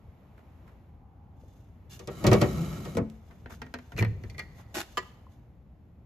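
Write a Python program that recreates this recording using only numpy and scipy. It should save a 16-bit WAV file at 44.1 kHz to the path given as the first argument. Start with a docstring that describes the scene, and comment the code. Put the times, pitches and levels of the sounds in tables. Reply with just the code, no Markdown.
"""An old wooden sideboard on a patio, close to a hand-held stereo microphone, under open air and a far-off whine.
Soft scuffs and brushes come first; then a hand pushes the drawer: struck modes judder, noise drags on the
runners, and the front knocks shut. Fingers tap a door's metal drop pull, the catch snaps and squeaks as the
door is tugged free, the pull clinks in the swing, friction noise scrapes the edge, and the pull drops back."""
import sys
import numpy as np
from scipy import signal
from scipy.fft import rfft, irfft
from scipy.io import wavfile
from scipy.ndimage import uniform_filter1d

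SR = 44100
rng = np.random.default_rng(int(sys.argv[2]) if len(sys.argv) > 2 else 0)


def inscribe(sig):
    """Save sig as 16-bit PCM at rate SR to the path in sys.argv[1].

    A 1-D sig is mono; a 2-D sig holds one channel per row.
    Samples are clipped to [-1, 1] before scaling.
    """
    pcm = np.round(np.clip(np.atleast_2d(sig).T, -1, 1) * 32767)
    wavfile.write(sys.argv[1], SR, pcm.astype(np.int16))


N = 267069
TIME, BINS = np.arange(N) / SR, np.fft.rfftfreq(N, 1 / SR)
DRAWER_TRIM_DB, DOOR_TRIM_DB = -3.5, -5.0  # applied on top of the blow levels in the tables
# In all tables, mode and spectrum levels are relative: they set colour, not loudness.

# drawer jamming and striking its frame: [t/s, knock level/dB, click level/dB]
DRAWER_KNOCKS = [(1.993, -40, -44), (2.074, -28.5, -40), (2.241, -16, -34.5), (2.267, -12.5, -21.5),
                 (2.315, -11.5, -30.5), (2.331, -15.5, -24), (2.410, -21, -38), (2.415, -13.5, -26.5),
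                 (2.852, -33.5, -44)]
# two rebounds of each blow, softer and duller: [delay t/s, knock level change/dB, click level change/dB]
DRAWER_REBOUNDS = [(.0098, -3, -13.5), (.027, -12.5, -25)]
# drawer and frame modes: [f/Hz, level/dB, t60/s]
DRAWER_MODES = [(66.4, -15, 0.44), (108.1, -5.5, 0.18), (125.6, -1.5, 0.22), (169.6, -7, 0.18),
                (207, -5, .17), (330.5, 3.5, 0.077), (380.7, -2, 0.21), (489.6, 0, 0.12), (592.3, -3, 0.16),
                (650, -9, 0.096), (759, -9, 0.14), (951, -13.5, .12), (1139, -8, 0.13), (1234, -4.5, 0.066),
                (1369, -15, 0.099), (1887, -10, 0.11), (2247, -16.5, 0.19), (2360, -15.5, 0.069)]
# many close modes between those: [f/Hz, level/dB per Hz]
DRAWER_WOOD = [(40, -21.5), (115, 2), (270, -8.5), (460, 0.5), (800, -9.5), (1200, -10), (1600, -15),
               (2500, -14), (3500, -18.5), (6000, -19.5), (10000, -26), (14000, -31.5)]
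# ring time of the close modes, also for the closing front: [f/Hz, t60/s]
DRAWER_T60 = [(100, 0.16), (500, 0.2), (1500, 0.11), (4000, 0.077), (12000, 0.029)]


def drawer_judder():
    """The jammed drawer strikes its frame and rocks back; heavy blows also move the carcass."""
    thud_db, thud_growth = 5, 1.41  # the thud grows faster than the knock
    rows = [(s, knock_db, thud_db + thud_growth * knock_db, click_db)
            for s, knock_db, click_db in rebounding(DRAWER_KNOCKS, DRAWER_REBOUNDS)]
    blows = knocks(rows, DRAWER_MODES, DRAWER_WOOD, DRAWER_T60, wood_db=1, crack_db=-12.5, bloom_s=0.0042)
    return amp(DRAWER_TRIM_DB) * blows


# push that builds, then eases as the drawer runs home: [t/s, effort level/dB]
PUSH = [(2.1, -23), (2.33, -1.5), (2.66, -6.5), (2.97, -18)]
# low body of the sliding drawer: [f/Hz, level/dB per Hz]
RUNNER_RUMBLE = [(24, -41.5), (40, -15.5), (59, -6.5), (129, -6), (162, -1), (241, -11), (314, -16.5),
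                 (345, -12), (394, -17.5), (434, -22), (483, -21.5), (700, -24.5), (910, -52.5),
                 (1540, -120)]
# dry friction of the runners: [f/Hz, level/dB per Hz]
RUNNER_HISS = [(60, -16.5), (400, -8), (650, 5.5), (900, -1.5), (1350, 2), (1750, -2), (2200, -5),
               (3300, -11.5), (5000, -10.5), (7300, -12), (9200, -22), (11000, -12.5), (14000, -21)]


def drawer_runners():
    """Dry wood drags on its runners: uneven friction drives a rumble and a hiss that follow the push."""
    rumble_db, hiss_db = -26, -43  # at 0 dB effort
    hiss_growth = 0.54  # dB of hiss per dB of effort
    effort = level(PUSH)
    rumble = noise(RUNNER_RUMBLE, grain=slips(per_s=60, spread_db=1.5))
    fibres = slips(per_s=500, spread_db=2.0)
    rough_patches = slips(per_s=69, spread_db=0.2)
    hiss = panel(noise(RUNNER_HISS, grain=fibres * rough_patches), t60=0.033, ring_db=-4)
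    return amp(rumble_db) * effort * rumble + amp(hiss_db) * effort ** hiss_growth * hiss


# drawer front shutting: a first touch, the main knock, its rebounds and a late latch tick:
# [t/s, knock level/dB, thud level/dB, click level/dB]
DRAWER_SHUTS = [(2.952, -31.5, -25, -46), (2.970, -15, -23, -34), (2.983, -17.5, -25, -47),
                (3.012, -35.5, -24, -76), (3.1, -67, -69, -52.5)]
# modes of the drawer front: [f/Hz, level/dB, t60/s]
FRONT_MODES = [(86, 4.5, 0.074), (137.7, -1.5, 0.14), (220, -2, 0.33), (275, -32, 0.1), (380, -4, 0.14),
               (477, 6.5, 0.09), (507, 1, 0.048), (656, -6, 0.15), (876, -12, 0.19), (1050, -11.5, 0.15),
               (1256, -13, 0.15), (1293, -5, 0.086), (1890, -13.5, 0.055)]
# close modes of the drawer front: [f/Hz, level/dB per Hz]
FRONT_WOOD = [(40, -23), (100, 4.5), (220, 4), (500, -5.5), (800, -18), (1300, -17), (2200, -22.5),
              (3500, -40), (9000, -36), (14000, -46)]


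def drawer_shut():
    """The front touches, knocks shut, rebounds and ticks late; each blow rings its modes."""
    blows = knocks(DRAWER_SHUTS, FRONT_MODES, FRONT_WOOD, DRAWER_T60,
                   wood_db=6, crack_db=-23.0, bloom_s=0.00027)
    return amp(DRAWER_TRIM_DB) * blows


# fingers tapping the pull against the shut door: [t/s, knock level/dB, click level/dB]
PULL_TAPS = [(3.31, -46.5, -64), (3.459, -34, -67), (3.618, -27.5, -42), (3.74, -26, -37),
             (3.92, -35.5, -53)]
# one swing back of the pull after each tap: [delay t/s, knock level change/dB, click level change/dB]
PULL_REBOUNDS = [(0.047, -13, -17)]
# modes of the shut door: [f/Hz, level/dB, t60/s]
SHUT_DOOR_MODES = [(246.5, -4, 0.26), (444, -11.5, 0.13), (683, -6, 0.11), (940, -4.5, 0.049),
                   (1387, 0, 0.044), (1550, 2, 0.029), (1840, -12, 0.19), (3110, -8, .04),
                   (4070, -4.5, 0.021), (5430, -11, 0.037)]
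# close modes behind every door blow: [f/Hz, level/dB per Hz]
DOOR_WOOD = [(60, -3.5), (200, -5), (500, 2.5), (1000, -6), (1900, -1.5), (3300, -11.5), (5000, -9.5),
             (8000, -16), (14000, -20.5)]
# ring time of those close modes: [f/Hz, t60/s]
DOOR_T60 = [(150, 0.2), (600, 0.081), (2000, 0.11), (5000, 0.07), (12000, .025)]


def pull_taps():
    """The pull taps the shut door, whose modes ring, and swings back once more softly."""
    rows = rebounding(PULL_TAPS, PULL_REBOUNDS)
    blows = knocks(rows, SHUT_DOOR_MODES, DOOR_WOOD, DOOR_T60, wood_db=0.0, crack_db=1.0, bloom_s=0.00056)
    return amp(DOOR_TRIM_DB) * blows


# door jerking out of its spring catch and jolting on its hinges:
# [t/s, knock level/dB, thud level/dB, click level/dB]
CATCH_SNAPS = [(3.965, -38, -50, -50), (3.979, -27.5, -39.5, -44), (3.989, -23.5, -20.5, -34),
               (4.008, -26, -15, -45), (4.025, -19, -27, -37), (4.048, -26, -48, -44),
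               (4.237, -38, -29.5, -52.5)]
# modes set off by the catch: [f/Hz, level/dB, t60/s]
CATCH_MODES = [(97.4, -1, 0.245), (110.5, 2, 0.35), (178.3, -1.5, 0.17), (211.8, -12.5, 0.298),
               (380, 9, 0.03), (466, -1, 0.13), (973, -3.5, 0.11), (1630, -14, 0.011), (1820, -2, 0.16),
               (2017, 5.5, 0.058), (2310, -5, 0.099), (4200, 10, 0.029)]


def catch_snaps():
    """The spring catch lets go in a run of hard blows that jolt the door."""
    blows = knocks(CATCH_SNAPS, CATCH_MODES, DOOR_WOOD, DOOR_T60, wood_db=5.5, crack_db=12.5, bloom_s=0.0013)
    return amp(DOOR_TRIM_DB) * blows


# squeak of the slipping catch: [t/s, centre f/Hz, level/dB]
SQUEAK = [(3.962, 2204, -60.5), (3.972, 2675, -48), (3.983, 2860, -50), (3.992, 2430, -30.5),
          (4.0, 2375, -33), (4.022, 2320, -63)]


def squeak():
    """The metal catch sings with an unsteady pitch while it slides."""
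    s, hz, _ = np.transpose(SQUEAK)
    waver = 1 + 0.039 * evened(uniform_filter1d(rng.standard_normal(N), size=40))
    angle = 2 * np.pi * np.cumsum(np.interp(TIME, s, hz) * waver) / SR
    tone = np.sqrt(2) * np.sin(np.array([angle, angle + np.pi / 4]))  # the two ports sit out of step
    return level(SQUEAK, axis=2) * tone


# low boom, shared by the shaking hinges and the handling bumps: [f/Hz, level/dB per Hz]
LOW_BOOM = [(40, 0.5), (100, 2.5), (170, -5.5), (260, -17.5), (400, -19), (900, -41), (2000, -68.5)]


def hinge_shake():
    """The freed door shakes on its hinges, less and less: a fluttering low rumble."""
    shake = amp(-31.5) * envelope(start_s=3.93, rise_s=0.036, hold_s=0, fall_db_per_s=34)
    return shake * noise(LOW_BOOM, grain=slips(per_s=120, spread_db=0.5))


# pull clinking in its mount as the door swings: [t/s, knock level/dB, click level/dB]
PULL_CLINKS = [(4.299, -60, -42.5), (4.345, -43, -56), (4.3811, -33, -39), (4.393, -25.5, -32.5)]
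# modes of the metal pull: [f/Hz, level/dB, t60/s]
PULL_MODES = [(351, -12.5, 0.24), (860, -15.5, 0.22), (1233, -6.5, 0.063), (1640, -13, 0.086),
              (1910, -5, 0.16), (1995, 7.5, 0.041), (2118, -1.5, 0.12), (2344, -0.5, 0.073),
              (3377, -12.5, .06), (4360, -7.5, 0.052)]
# colour of the trembling pull: [f/Hz, level/dB per Hz]
JINGLE = [(500, -18), (1200, -10), (1650, -9), (1930, 6), (2100, 0), (2380, -10.5), (2800, -34.5),
          (4400, -11), (6000, -29), (14000, -57.5)]


def pull_clinks():
    """The pull strikes its mount, then trembles on as a dying jingle of uneven noise."""
    blows = knocks(PULL_CLINKS, PULL_MODES, DOOR_WOOD, DOOR_T60, wood_db=-3, crack_db=-14, bloom_s=0.0023)
    tremble_db = -39.5  # relative to the knock level in the table
    tremble = sum(amp(knock_db + tremble_db) * envelope(s, rise_s=0.0043, hold_s=0, fall_db_per_s=35)
                  for s, knock_db, _ in PULL_CLINKS)
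    jingle = noise(JINGLE, grain=slips(per_s=200, spread_db=3))
    return amp(DOOR_TRIM_DB) * blows + tremble * jingle


# loose pull dropping on the open door and bouncing: [t/s, knock level/dB, click level/dB]
PULL_DROPS = [(4.972, -18, -29), (4.978, -19, -25)]
# modes of the open door: [f/Hz, level/dB, t60/s]
OPEN_DOOR_MODES = [(370, -14, 0.26), (452, -14, 0.11), (650, -13, 0.062), (818, -7, .08), (1004, -2, 0.096),
                   (1193, 2.5, 0.066), (1218, 6.5, 0.055), (1730, 1.5, 0.066), (1950, -5, 0.12),
                   (2640, -1, 0.029), (3040, 2, 0.033), (4350, -12, 0.079), (4970, -9, .05),
                   (6900, -12.5, 0.037), (7270, -17, 0.091)]


def pull_drops():
    """The falling pull hits the open door panel and rings its modes."""
    blows = knocks(PULL_DROPS, OPEN_DOOR_MODES, DOOR_WOOD, DOOR_T60,
                   wood_db=-2.5, crack_db=-20.0, bloom_s=0.00077)
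    return amp(DOOR_TRIM_DB) * blows


# colour of the scraped door edge: [f/Hz, level/dB per Hz]
EDGE = [(100, -17), (205, 6.5), (290, 4.5), (370, 9.5), (430, -6.5), (600, 4.5), (800, 2), (1080, -3.5),
        (1550, 2.5), (2200, -0.5), (3200, -4), (7000, -6.5), (12000, -11), (14500, -17.5)]


def edge_scrape():
    """The hand catches and slips along the door edge: each slip is a burst of friction that decays."""
    slip_rate = 168 * slips(per_s=160, spread_db=2.5)  # Hz
    since_slip = np.cumsum(slip_rate) / SR % 1  # share of each uneven slip cycle
    chatter = (0.5 + np.exp(-since_slip / 0.15)) * slips(per_s=270, spread_db=3)
    pressure = amp(-33.5) * envelope(start_s=4.741, rise_s=0.01, hold_s=0.056, fall_db_per_s=599)
    return pressure * panel(noise(EDGE, grain=chatter), t60=0.062, ring_db=-5)


# skin brushing over paint: [start t/s, length t/s, level/dB]
BRUSHES = [(1.354, 0.42, -74), (1.895, 0.092, -50.5), (1.95, 0.16, -63.5), (3.495, 0.08, -56),
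           (3.968, 0.063, -46), (4.571, 0.077, -66), (4.79, 0.35, -67.5), (5.29, 0.1, -75)]
# colour of skin on paint: [f/Hz, level/dB per Hz]
SKIN = [(300, -0.5), (1500, -2), (3000, 0), (5000, -1), (8000, -5), (12500, -5.5), (14500, -12.5)]


def skin_brush():
    """Skin strokes the paint, and rustles lightly on the door between strokes."""
    rustle = amp(-75) * envelope(start_s=3.08, rise_s=0.019, hold_s=1.97, fall_db_per_s=52)
    fidget = slips(per_s=14, spread_db=4.5)  # wanders around the rustle level
    friction = panel(noise(SKIN, grain=slips(per_s=180, spread_db=2.5)), t60=.03, ring_db=3.0)
    return (strokes(BRUSHES) + rustle * fidget) * friction


# dull scuffs as hand and body move: [start t/s, length t/s, level/dB]
SCUFFS = [(.375, 0.047, -58.5), (.655, 0.09, -62.5), (3.3, 0.042, -52.5), (3.495, 0.061, -46),
          (4.583, 0.045, -52), (5.025, 0.015, -48)]
# colour of the scuffs: [f/Hz, level/dB per Hz]
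DULL = [(200, 6.5), (500, 2), (1000, 4), (1600, 0.5), (2400, -6.5), (4500, -20.5), (12000, -24)]
# low bumps of handling: [start t/s, length t/s, level/dB]
BUMPS = [(1.8, 0.34, -48), (3.04, 0.095, -44), (3.25, 0.6, -48.5)]


def scuffs_and_bumps():
    """Moving hand and body: short grainy dull noises, and soft swells of low noise."""
    scuff = strokes(SCUFFS) * noise(DULL, grain=slips(per_s=150, spread_db=4.5))
    return scuff + strokes(BUMPS) * noise(LOW_BOOM)


# faint, dull tocks of unknown cause: [t/s, f/Hz, level/dB]
TOCKS = [(1.435, 500, -40.5), (5.267, 1040, -40.5)]


def tocks(t60=0.02):
    """Each is one heavily damped mode with a soft start."""
    out = np.zeros(N)
    for s, hz, db in TOCKS:
        t = np.maximum(TIME - s, 0)
        out += amp(db - 60 * t / t60) * np.tanh(t / 0.0017) * np.sin(2 * np.pi * hz * t)
    return out


# colour of the patio reflections: [f/Hz, level/dB per Hz]
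PATIO_COLOUR = [(60, 4.5), (400, -3.5), (3000, -1.5), (14000, -3)]
# dying of the patio reflections: [f/Hz, t60/s]
PATIO_T60 = [(100, 0.55), (1000, 0.53), (4000, 0.73), (12000, .35)]


def patio(x, size=30000):
    """Paving and house wall return a thin, short tail: sparse random echoes, each frequency dying alone."""
    taps = (rng.random((2, size)) < .06) * (TIME[:size] > .006)
    tail = dying(noise(PATIO_COLOUR, size, grain=taps), PATIO_T60)
    return signal.fftconvolve(x, tail / np.linalg.norm(tail[0]), axes=1)[:, :N]


# colour of the outdoor air: [f/Hz, level/dB per Hz]
AIR = [(13, -47.5), (22, -19.5), (46, -0.5), (73, 0.5), (129, -8), (223, -13.5), (374, -22.5), (779, -22.5),
       (1670, -36), (2130, -35.5), (4830, -50.5), (7270, -52.5), (8800, -62), (11900, -47.5), (14800, -61)]
# hiss of the air over time: [t/s, level/dB]
AIR_HISS = [(0, -67.5), (.7, -64.5), (1.05, -74), (1.9, -67.5), (5.1, -64.5), (5.6, -72.5), (6.06, -72.5)]
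# far-off whine, swelling and fading: [start t/s, length t/s, level/dB]
WHINES = [(.8, 1, -67)]
# colour of the whine: [f/Hz, level/dB per Hz]
WHINE = [(400, -35), (700, -11), (800, -2.5), (930, -11), (1500, -25), (5000, -70)]


def air():
    """Low rumble of the neighbourhood, a faint hiss and a far-off whine, all shaped noise."""
    outdoors = noise(AIR, grain=slips(per_s=7.5, spread_db=0.1))
    low = signal.sosfiltfilt(signal.butter(2, 450, fs=SR, output="sos"), outdoors)
    rumble = amp(-51) * evened(low)
    hiss = level(AIR_HISS) * evened(outdoors - low)
    return rumble + hiss + strokes(WHINES) * noise(WHINE)


# likeness of the two ports: [f/Hz, left-right correlation]
LIKENESS = [(120, 0.97), (300, 0.93), (700, 0.62), (1400, 0.39), (2500, 0.32), (6000, .35), (8300, 1),
            (10200, 1), (13000, 0.88)]


def knocks(rows, modes, wood, t60s, wood_db, crack_db, bloom_s, size=22050):
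    """Each blow rings the modes and the wood; its row sets the levels of knock, optional thud and click."""
    out, t = np.zeros((2, N)), np.arange(size) / SR
    hz, db, t60 = np.transpose(modes)[:, :, None]
    apart = np.arccos(np.clip(read(LIKENESS, hz), -1, 1)) / 2  # less alike modes reach the ports out of step
    for s, knock_db, *thud, click_db in rows:
        spot, side, sign, grip = rng.standard_normal((4, len(modes), 1))
        angle = 2 * np.pi * hz * (1 + 0.0092 * grip) * t  # the grip shifts the modes a little
        phase = np.array([apart, -apart]) * np.sign(side)
        strength = np.sign(sign) * amp(db + 1.3 * spot - 60 * t / t60)  # the struck spot varies the modes
        ring = (strength * np.sin(angle + phase)).sum(1)
        contact = 1 + amp(crack_db) * np.exp(-t / 0.0012)
        blow = ring + amp(wood_db) * dying(noise(wood, size), t60s) * contact
        bloom = 1 - np.exp(-t / bloom_s)  # the blow spreads through the panel
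        body = band(blow * bloom, [300, 3000] if thud else [150, 3000], "bandpass", size=24)
        click = band(blow, 3000, "highpass", size=150)
        sound = amp(knock_db) * body + amp(click_db) * click
        for thud_db in thud:
            swell = 1 - np.exp(-t / 0.0052)  # heavy parts take a moment to move
            sound += amp(thud_db) * band(blow * swell, 300, "lowpass", size=200)
        add(out, s, sound)
    return out


def rebounding(blows, rebounds):
    """Follows every blow with its rebounds."""
    hits = [(0, 0.002, 0.0056)] + list(rebounds)  # the blow itself comes first
    return [(s + delay, knock_db + softer, click_db + duller)
            for s, knock_db, click_db in blows for delay, softer, duller in hits]


def panel(x, t60, ring_db, size=3000):
    """Friction heard directly and through the close modes of the board, which ripple its spectrum."""
    ring = rng.standard_normal(size) * amp(-60 * TIME[:size] / t60)
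    rung = signal.oaconvolve(x, ring[None] / np.linalg.norm(ring), axes=1)[:, :N]
    return evened(x + amp(ring_db) * rung)


def slips(per_s, spread_db):
    """Uneven stick-slip force: gliding between new random grips many times a second."""
    grips = rng.standard_normal(N)
    return amp(spread_db * np.interp(TIME * per_s, np.arange(N), grips))


def noise(spectrum, size=N, grain=1):
    """Coloured stereo noise at rms 1, as alike in the ports as LIKENESS says; grain is the driving force."""
    hz = np.fft.rfftfreq(size, 1 / SR)
    left, other = rfft(rng.standard_normal((2, size)) * grain)
    same = np.clip(read(LIKENESS, hz), -1, 1)
    pair = np.array([left, same * left + np.sqrt(1 - same ** 2) * other])
    return evened(irfft(pair * amp(read(spectrum, hz)), size))


def dying(x, t60s):
    """Lets each frequency die at its own speed."""
    hz, t, z = signal.stft(x, SR, nperseg=128)
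    fade = amp(-60 * t / np.maximum(read(t60s, hz), .005)[:, None])
    return signal.istft(z * fade, SR, nperseg=128)[1][:, :x.shape[1]]


def band(x, hz, kind, size):
    """Causal filter, scaled so that the loudest stretch of size samples has rms 1."""
    x = signal.sosfilt(signal.butter(3, hz, kind, fs=SR, output="sos"), x)
    power = uniform_filter1d((x ** 2).mean(0), size=size, mode="constant")
    return x / np.sqrt(power.max())


def strokes(rows, skew=0.68):
    """Each stroke swells quickly and fades more slowly."""
    return sum(amp(db) * np.sin(np.pi * np.clip((TIME - s) / length, 0, 1) ** skew) for s, length, db in rows)


def envelope(start_s, rise_s, hold_s, fall_db_per_s):
    """Rises, holds, then dies at a steady rate."""
    age = TIME - start_s
    return np.clip(age / rise_s, 0, 1) * amp(-fall_db_per_s * np.maximum(age - rise_s - hold_s, 0))


def level(rows, axis=1):
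    """A dB column of a curve as a gain, silent outside the curve."""
    rows = np.array(rows)
    return amp(np.interp(TIME, rows[:, 0], rows[:, axis], left=-200, right=-200))


def read(points, hz):
    """Reads a table along a log-frequency axis."""
    f, value = np.transpose(points)
    return np.interp(np.log(hz + 1), np.log(f + 1), value)


def add(mix, s, sound):
    """Adds a stereo sound at time s."""
    part = mix[:, round(s * SR):][:, :sound.shape[1]]
    part += sound[:, :part.shape[1]]


def evened(x):
    """Scales to rms 1."""
    return x / np.sqrt(np.mean(x ** 2) + 1e-20)


def amp(db):
    """Decibels to gain."""
    return 10 ** (np.asarray(db) / 20)


def scene():
    """The sideboard, the hand and the faint tocks, their echo and the open air."""
    drawer = drawer_judder() + drawer_runners() + drawer_shut()
    door = pull_taps() + catch_snaps() + squeak() + hinge_shake() + pull_clinks() + pull_drops()
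    hand = edge_scrape() + skin_brush() + scuffs_and_bumps()
    near = drawer + door + hand + tocks()
    return near + amp(-21.0) * patio(near) + air()


# colour difference of the two ports: [f/Hz, left-right level/dB]
LEAN = [(60, 2.5), (110, -0.5), (200, 2), (370, 2), (680, -1.5), (1260, -1.5), (2310, 1.5), (4240, -3),
        (7790, -0.5), (14300, 0)]


def record(dry):
    """The ports differ in colour, the right turns out of phase around 9.2 kHz, and both ends are cut."""
    lean = read(LEAN, BINS) / 2
    left, right = irfft(rfft(dry) * amp([lean, -lean]), N)
    notch = signal.iirnotch(9200, 3.5, fs=SR)
    right = 2 * signal.lfilter(*notch, right) - right  # all-pass: turns phase, keeps level
    bass_cut = signal.butter(3, 52, "highpass", fs=SR, output="sos")
    pair = signal.sosfilt(bass_cut, [left, right])
    treble_cut = signal.firwin(101, 14500, window=("kaiser", 8), fs=SR)
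    return signal.oaconvolve(pair, treble_cut[None], "same")


dry = scene()
out = record(dry)
inscribe(out)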